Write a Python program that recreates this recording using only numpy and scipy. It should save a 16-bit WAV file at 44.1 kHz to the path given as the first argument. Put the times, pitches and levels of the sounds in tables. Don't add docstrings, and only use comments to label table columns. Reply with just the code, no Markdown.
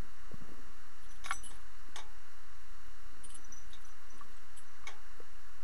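import sys
import numpy as np
from scipy import signal
from scipy.fft import rfft, irfft
from scipy.io import wavfile
from scipy.ndimage import uniform_filter1d

SR = 44100
rng = np.random.default_rng(int(sys.argv[2]) if len(sys.argv) > 2 else 0)


def generate_wav(sig):
    pcm = np.round(np.clip(np.atleast_2d(sig).T, -1, 1) * 32767).astype(np.int16)
    wavfile.write(sys.argv[1], SR, pcm)


N = 248634
RING_TIME = np.arange(SR // 2) / SR
FIRM_DB = -52.5
# (time [s], level [dB])
SWAY = [(0.05, -59), (0.19, -59.5), (0.28, -54.5), (0.94, -56), (0.97, -59), (1.07, -55), (1.47, -55),
        (1.57, -52), (1.64, -60.5), (2.19, -55.5), (2.2, -63), (3.27, -56), (3.61, -58), (3.67, -54.5),
        (4.01, -62), (5.58, -58.5)]


def undb(db):
    return 10 ** (np.asarray(db) / 20)


def level(x, db):
    return x * undb(db) / np.sqrt(np.mean(x ** 2))


def peak(x, db):
    return x * undb(db) / np.sqrt(uniform_filter1d(x ** 2, size=132).max())


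def add(out, s, x):
    i = int(s * SR)
    out[i:i + len(x)] += x[:N - i]


def curve(rows):
    return np.interp(np.arange(N) / SR, *np.transpose(rows))


def onset(rise_s):
    return 1 - np.exp(-RING_TIME / rise_s)


def fade(t60):
    return np.exp(-np.log(1000) * RING_TIME / t60)


def mode(hz, t60):
    return np.sin(2 * np.pi * hz * RING_TIME) * fade(t60)


def band(hz, width):
    size = len(RING_TIME)
    f = np.arange(size // 2 + 1) * SR / size
    phases = np.exp(2j * np.pi * rng.random(len(f)))
    return level(irfft(phases / (1 + 2 * ((f - hz) / width) ** 2), size), 0)


def colour(x, points):
    hz, db = np.transpose(points)
    f = np.maximum(np.arange(N // 2 + 1) * SR / N, 1)
    gain = undb(np.interp(np.log(f), np.log(hz), db))
    return level(irfft(rfft(x) * gain, N), 0)


def wobble(size, smooth_s):
    return level(uniform_filter1d(rng.standard_normal(size), size=int(smooth_s * SR)), 0)


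def air(gust_db=2.5, gust_s=.09):
    # (frequency [Hz], level [dB])
    rumble = [(6, -26), (14, -5.5), (25, 5), (40, -1.5), (60, -8), (100, -15.5), (150, -48), (300, -56)]
    puffs = wobble(N, gust_s)
    return colour(rng.standard_normal(N), rumble) * undb(curve(SWAY) + gust_db * puffs)


def electronics(hiss_db=-60.5, wander_s=.01134):
    # (frequency [Hz], level [dB])
    hiss = [(150, -7), (650, -10.5), (850, -7.5), (1120, 1), (1450, 0.5), (1900, -2), (2400, -13.5),
            (2780, -8.5), (3250, -17), (4200, -11), (4800, -15.5), (6800, -14.5), (7500, -17.5),
            (9300, -23), (11600, -19), (12500, -22.5), (15500, -29.5)]
    # (frequency [Hz], level [dB], pitch wander [Hz])
    whine = [(2827, -77, 16), (4257, -84, 40), (5693, -79, 7), (8483, -87, 10), (9895, -89, 20),
             (11385, -88, 6)]
    out = undb(hiss_db) * colour(rng.standard_normal(N), hiss)
    for hz, db, wander_hz in whine:
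        pitch_hz = hz + wander_hz * wobble(N, wander_s)
        out += np.sqrt(2) * undb(db) * np.sin(2 * np.pi * np.cumsum(pitch_hz) / SR)
    return out


def clothing(cloth_db=-3, creep_db=-14, grains_per_s=900, attack_s=.019, release_s=.034):
    # (start [s], length [s], relative level [dB])
    strokes = [(.01, 0.03, -56), (0.303, 0.033, -54.5), (0.376, .2, -56.5), (0.603, 0.088, -62),
               (1.226, 0.15, -64), (1.417, 0.049, -60), (2.812, 0.047, -68), (3.09, 0.17, -64),
               (3.343, 0.045, -60), (3.462, 0.054, -61), (4.106, .22, -64), (5.127, .09, -64.5)]
    # (frequency [Hz], level [dB])
    cloth = [(90, -54), (170, 5), (250, 4.5), (450, -4), (700, -11.5), (1300, -12.5), (3000, -34)]
    grains = rng.standard_normal(N) * (rng.random(N) < grains_per_s / SR)
    pressure = np.zeros(N)
    for s, length, db in strokes:
        release = np.exp(-np.maximum(RING_TIME - length, 0) / release_s)
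        add(pressure, s, undb(db) * onset(attack_s) * release)
    creep = undb(curve(SWAY) + creep_db)
    return colour(grains, cloth) * np.hypot(pressure, creep) * undb(cloth_db)


def camera_bumps(scuff_db=-8, case_db=-14.5):
    # (time [s], peak [dB], pitch [Hz], t60 [s])
    bumps = [(0.3162, -45.5, 455, 0.02), (0.3414, -35, 128, 0.015), (.421, -44.5, 186, 0.032),
             (0.5178, -46, 306, 0.021), (.591, -55.5, 280, .053), (1.886, -56, 304, 0.033),
             (5.201, -46.5, 485, 0.034)]
    out = np.zeros(N)
    case = undb(case_db) * mode(hz=1120, t60=.022)
    for s, db, hz, t60 in bumps:
        scuff = undb(scuff_db) * band(hz, width=hz) * fade(t60)
        add(out, s, peak((mode(hz, t60) + scuff + case) * onset(.00055), db))
    return out


def chain_touches(stirs_per_s=24, scatter_db=.5, stir_hz=10230, lead_db=5, freedom=.54):
    # (time [s], relative peak [dB], favoured mode [Hz], its lead [dB], freedom to ring [0-1])
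    jingles = [(1.104, -62, 10230, 4, 0.6), (1.259, -51.5, 10230, 4, 1), (1.294, -46, 10230, 9, .7),
               (1.319, -43.5, 7957, 7, 1), (1.326, -61.5, 14230, 20, 1), (1.432, -46, 10890, 7, .9),
               (1.45, -43.5, 9880, 9, 0.54), (1.456, -54.5, 2990, 31, 1), (1.481, -53, 7957, 6, 0.94),
               (1.553, -59.5, 10100, 14, .4), (3.236, -46, 9560, 22, 0.5), (3.29, -51, 9560, 8, 0.5),
               (3.294, -61, 2990, 23, 0.9), (3.314, -56, 8570, 15, 0.7), (3.343, -43, 9990, 15, 0.4),
               (3.703, -62, 10230, 6, .2), (4.175, -61.5, 9050, 41, 0.2), (4.365, -62, 7957, 24, .06),
               (4.563, -52.5, 7957, 15, 0.6), (4.568, -52.5, 10610, 19, 1)]
    # (start [s], length [s], relative peak [dB])
    stirs = [(0.996, .17, -65.5), (1.504, 0.046, -61.5), (1.576, .03, -68), (3.184, 0.053, -66),
             (3.778, .12, -66), (4.219, .1, -73)]
    touches = list(jingles)
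    for start, length, db in stirs:
        count = max(round(length * stirs_per_s), 1)
        for k, (when, force) in enumerate(rng.random((count, 2))):
            s = start + length * (k + when) / count
            touches.append((s, db + scatter_db * (2 * force - 1), stir_hz, lead_db, freedom))
    return touches


def chain(touches, scatter_db=2, detune=.003, scrape_db=-20, count=6, chatter_s=.013, doubling_db=12):
    # (frequency [Hz], level [dB], t60 when free [s])
    link_modes = [(2990, -11, .09), (3110, -13, .07), (7273, -19, .24), (7957, -9, .18), (8570, -11, .18),
                  (9050, -22, .08), (9560, -11, .19), (9880, -4, .14), (10010, -3, .14), (10230, -3, .14),
                  (10610, -4, .14), (10760, -8, .1), (10890, -4, .13), (11080, -12, .09), (13510, -23, .16),
                  (14230, -21, .14), (15080, -27, .14)]
    out = np.zeros(N)
    soft = onset(.0009)
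    for s, db, best_hz, lead_db, freedom in touches:
        span_s = chatter_s * 2 ** (min(db - FIRM_DB, 0) / doubling_db)
        nearest_hz = min((row[0] for row in link_modes), key=lambda hz: abs(hz - best_hz))
        clink = 0
        for hz, mode_db, t60 in link_modes:
            pitch, strength = rng.standard_normal(2)
            pinch_db = -8 * max(1 - freedom, 0) * (hz > 12000)
            gain = undb(mode_db + pinch_db + lead_db * (hz == nearest_hz) + scatter_db * strength)
            clink += gain * mode(hz * (1 + detune * pitch), t60 * freedom)
        contact_s = span_s * (np.arange(count) + rng.random(count)) / count
        contacts = np.zeros(len(RING_TIME))
        contacts[(contact_s * SR).astype(int)] = rng.uniform(.49, 1, count)
        jingle = peak(signal.fftconvolve(clink * soft, contacts)[:len(clink)], 0)
        scrape = (band(8900, width=1100) + band(4000, width=3200)) * fade(.034 + 3 * span_s) * soft
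        add(out, s, peak(jingle + undb(scrape_db) * scrape, db))
    return out


def chain_scrape(touches, scrape_hz=(2750, 3550), ticks_per_s=1500, firm_db=-66, follow=.28, swell_s=.032):
    ticks = rng.standard_normal(N) * (rng.random(N) < ticks_per_s / SR)
    crackle = level(signal.sosfilt(signal.butter(1, scrape_hz, "band", fs=SR, output="sos"), ticks), 0)
    power = np.zeros(N)
    for s, db, *_ in touches:
        add(power, s, undb(firm_db + follow * (db - FIRM_DB)) ** 2 * np.hanning(int(swell_s * SR)))
    return crackle * np.sqrt(power)


def steel_ring(flutter_db=2, flutter_s=.0053, spread_hz=8, rebound_s=.039, loss_db=8, rebound_t60=.14):
    # (time [s], relative peak [dB], t60 [s], rebounds [count])
    pings = [(1.089, -58, .2, 0), (1.32, -45, 0.14, 0), (1.35, -47, .21, 0), (3.367, -62.5, 0.29, 0),
             (3.443, -52, 0.049, 0), (3.522, -43.5, 0.061, 2), (3.848, -54, 0.03, 1),
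             (4.101, -54.5, 0.075, 1), (4.66, -69, .74, 0)]
    # (frequency [Hz], level [dB])
    ring_modes = [(5938, 5.5), (5978, -3), (12250, -25), (13600, -21)]
    out = np.zeros(N)
    for s, db, first_t60, rebounds in pings:
        for k in range(round(rebounds) + 1):
            t60 = rebound_t60 if k else first_t60
            ping = sum(undb(mode_db) * mode(hz + spread_hz * rng.standard_normal(), t60)
                       for hz, mode_db in ring_modes)
            flutter = undb(flutter_db * wobble(len(ping), flutter_s))
            add(out, s + k * rebound_s, peak(ping * onset(.0067) * flutter, db - k * loss_db))
    return out


def favour(hz, centre_hz, width_hz):
    return np.exp(-((hz - centre_hz) / width_hz) ** 2)


def fittings(damping=.29, strike_t60=.018, rattle_db=.5, rattle_samples=70, frame_db=-10):
    # (time [s], level [dB], favoured resonance [Hz], its lead [dB], tilt [dB/octave],
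    # t60 at 1 kHz [s], strike [0-1])
    snaps = [(1.241, -46, 3700, 7.5, 0, 0.5, 0.05), (1.2608, -50.5, 5300, 14, -3, 0.1, .5),
             (1.505, -54, 3300, 2.5, -1.5, 0.29, 0.13), (1.9589, -37, 8200, 9.5, -0.5, 0.2, 0.6),
             (1.985, -41.5, 3700, 3, -1.5, 0.24, 0.57), (3.7319, -45.5, 3700, 10.5, 0, 0.21, 0),
             (4.8699, -38, 2250, 3.5, -2, 0.28, 0.39)]
    # (frequency [Hz], width [Hz], level [dB])
    resonances = [(417, 52, -12.5), (804, 290, -4.5), (1120, 81, -4), (1744, 490, 0), (2250, 74, -2.5),
                  (2840, 320, -11.5), (3300, 400, -2), (3700, 195, -2), (4320, 230, -12.5),
                  (5300, 930, -2.5), (6030, 110, -4.5), (6470, 440, -2), (8200, 370, -11.5),
                  (9600, 400, -18), (10700, 680, -7.5)]
    # (frequency [Hz], level [dB], t60 [s])
    frame_modes = [(422.5, 1, 0.44), (856.5, 9, 0.57), (867, -2, 0.28), (1170, -6, 0.21), (1920, -4, 0.18),
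                   (2320, -4, .12)]
    frame = peak(sum(undb(db) * mode(hz, t60) for hz, db, t60 in frame_modes), frame_db)
    out, size = np.zeros(N), len(RING_TIME)
    for s, db, best_hz, lead_db, tilt_db, t60, strike in snaps:
        ringing = 0
        for hz, width, mode_db in resonances:
            gain = undb(mode_db + tilt_db * np.log2(hz / 2000) + lead_db * favour(hz, best_hz, 150))
            ringing += gain * band(hz, width) * fade(t60 * (1000 / hz) ** damping)
        jolts = undb(rattle_db * rng.standard_normal(size // rattle_samples + 1))
        rattle = uniform_filter1d(np.repeat(jolts, rattle_samples), rattle_samples // 2)[:size]
        buzz = peak(ringing * rattle * (1 + strike * fade(strike_t60)), 0)
        add(out, s, undb(db) * (buzz + strike * frame) * onset(.00041))
    return out


def hook(crack_t60=.033):
    # (time [s], relative peak [dB], contact pitch [Hz], its boost or cut [dB],
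    # treble tilt [dB/octave], crack [dB])
    knocks = [(1.2592, -36.5, 2250, 10, -8.5, -4), (1.284, -41.5, 1440, 8, -4, -27),
              (1.3083, -25, 1280, 3.5, -1.5, -19.5), (1.3199, -35.5, 3230, -12, 1, -5.5),
              (4.21, -44, 1130, 15, -10, -27), (4.839, -51.5, 1120, 11, -2, -32)]
    # (frequency [Hz], level [dB], t60 [s])
    shaft_modes = [(790, -7.5, 0.061), (1149, 0, 0.061), (1363, 1.5, 0.04), (1440, -12, 0.11),
                   (1488, -3.5, 0.029), (1774, -13, 0.1), (1820, -5, 0.027), (2110, -11, 0.043),
                   (2205, -1.5, 0.039), (2740, -30, 0.042), (2930, -10, 0.03), (3243, -9, 0.054),
                   (3580, -15, 0.025), (3820, -22, 0.077), (4300, -20, 0.058)]
    low_cut = signal.butter(3, 650, "high", fs=SR, output="sos")
    out = np.zeros(N)
    for s, db, contact_hz, boost_db, tilt_db, crack_db in knocks:
        body = 0
        for hz, mode_db, t60 in shaft_modes:
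            treble_db = tilt_db * max(np.log2(hz / 1150), 0)
            gain = undb(mode_db + treble_db + boost_db * favour(hz, contact_hz, 120))
            polarity = 1 if hz < 1650 else rng.choice([-1, 1])
            body += gain * polarity * mode(hz, t60)
        crack = band(2200, width=4200) * fade(crack_t60)
        blow = (peak(body, 0) + peak(crack, crack_db)) * onset(.00053)
        add(out, s, peak(signal.sosfilt(low_cut, blow), db))
    return out


def scene(chain_db=-2, ring_db=-2, hook_db=-1):
    touches = chain_touches()
    gear = undb(chain_db) * chain(touches) + undb(ring_db) * steel_ring()
    gear += undb(hook_db) * hook() + fittings()
    return (gear + chain_scrape(touches) + clothing() + camera_bumps() + air() + electronics())[None]


def record(dry, top_hz=15600, offset=-.042):
    return signal.sosfilt(signal.ellip(8, .2, 70, top_hz, fs=SR, output="sos"), dry) + offset


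dry = scene()
out = record(dry)
generate_wav(out)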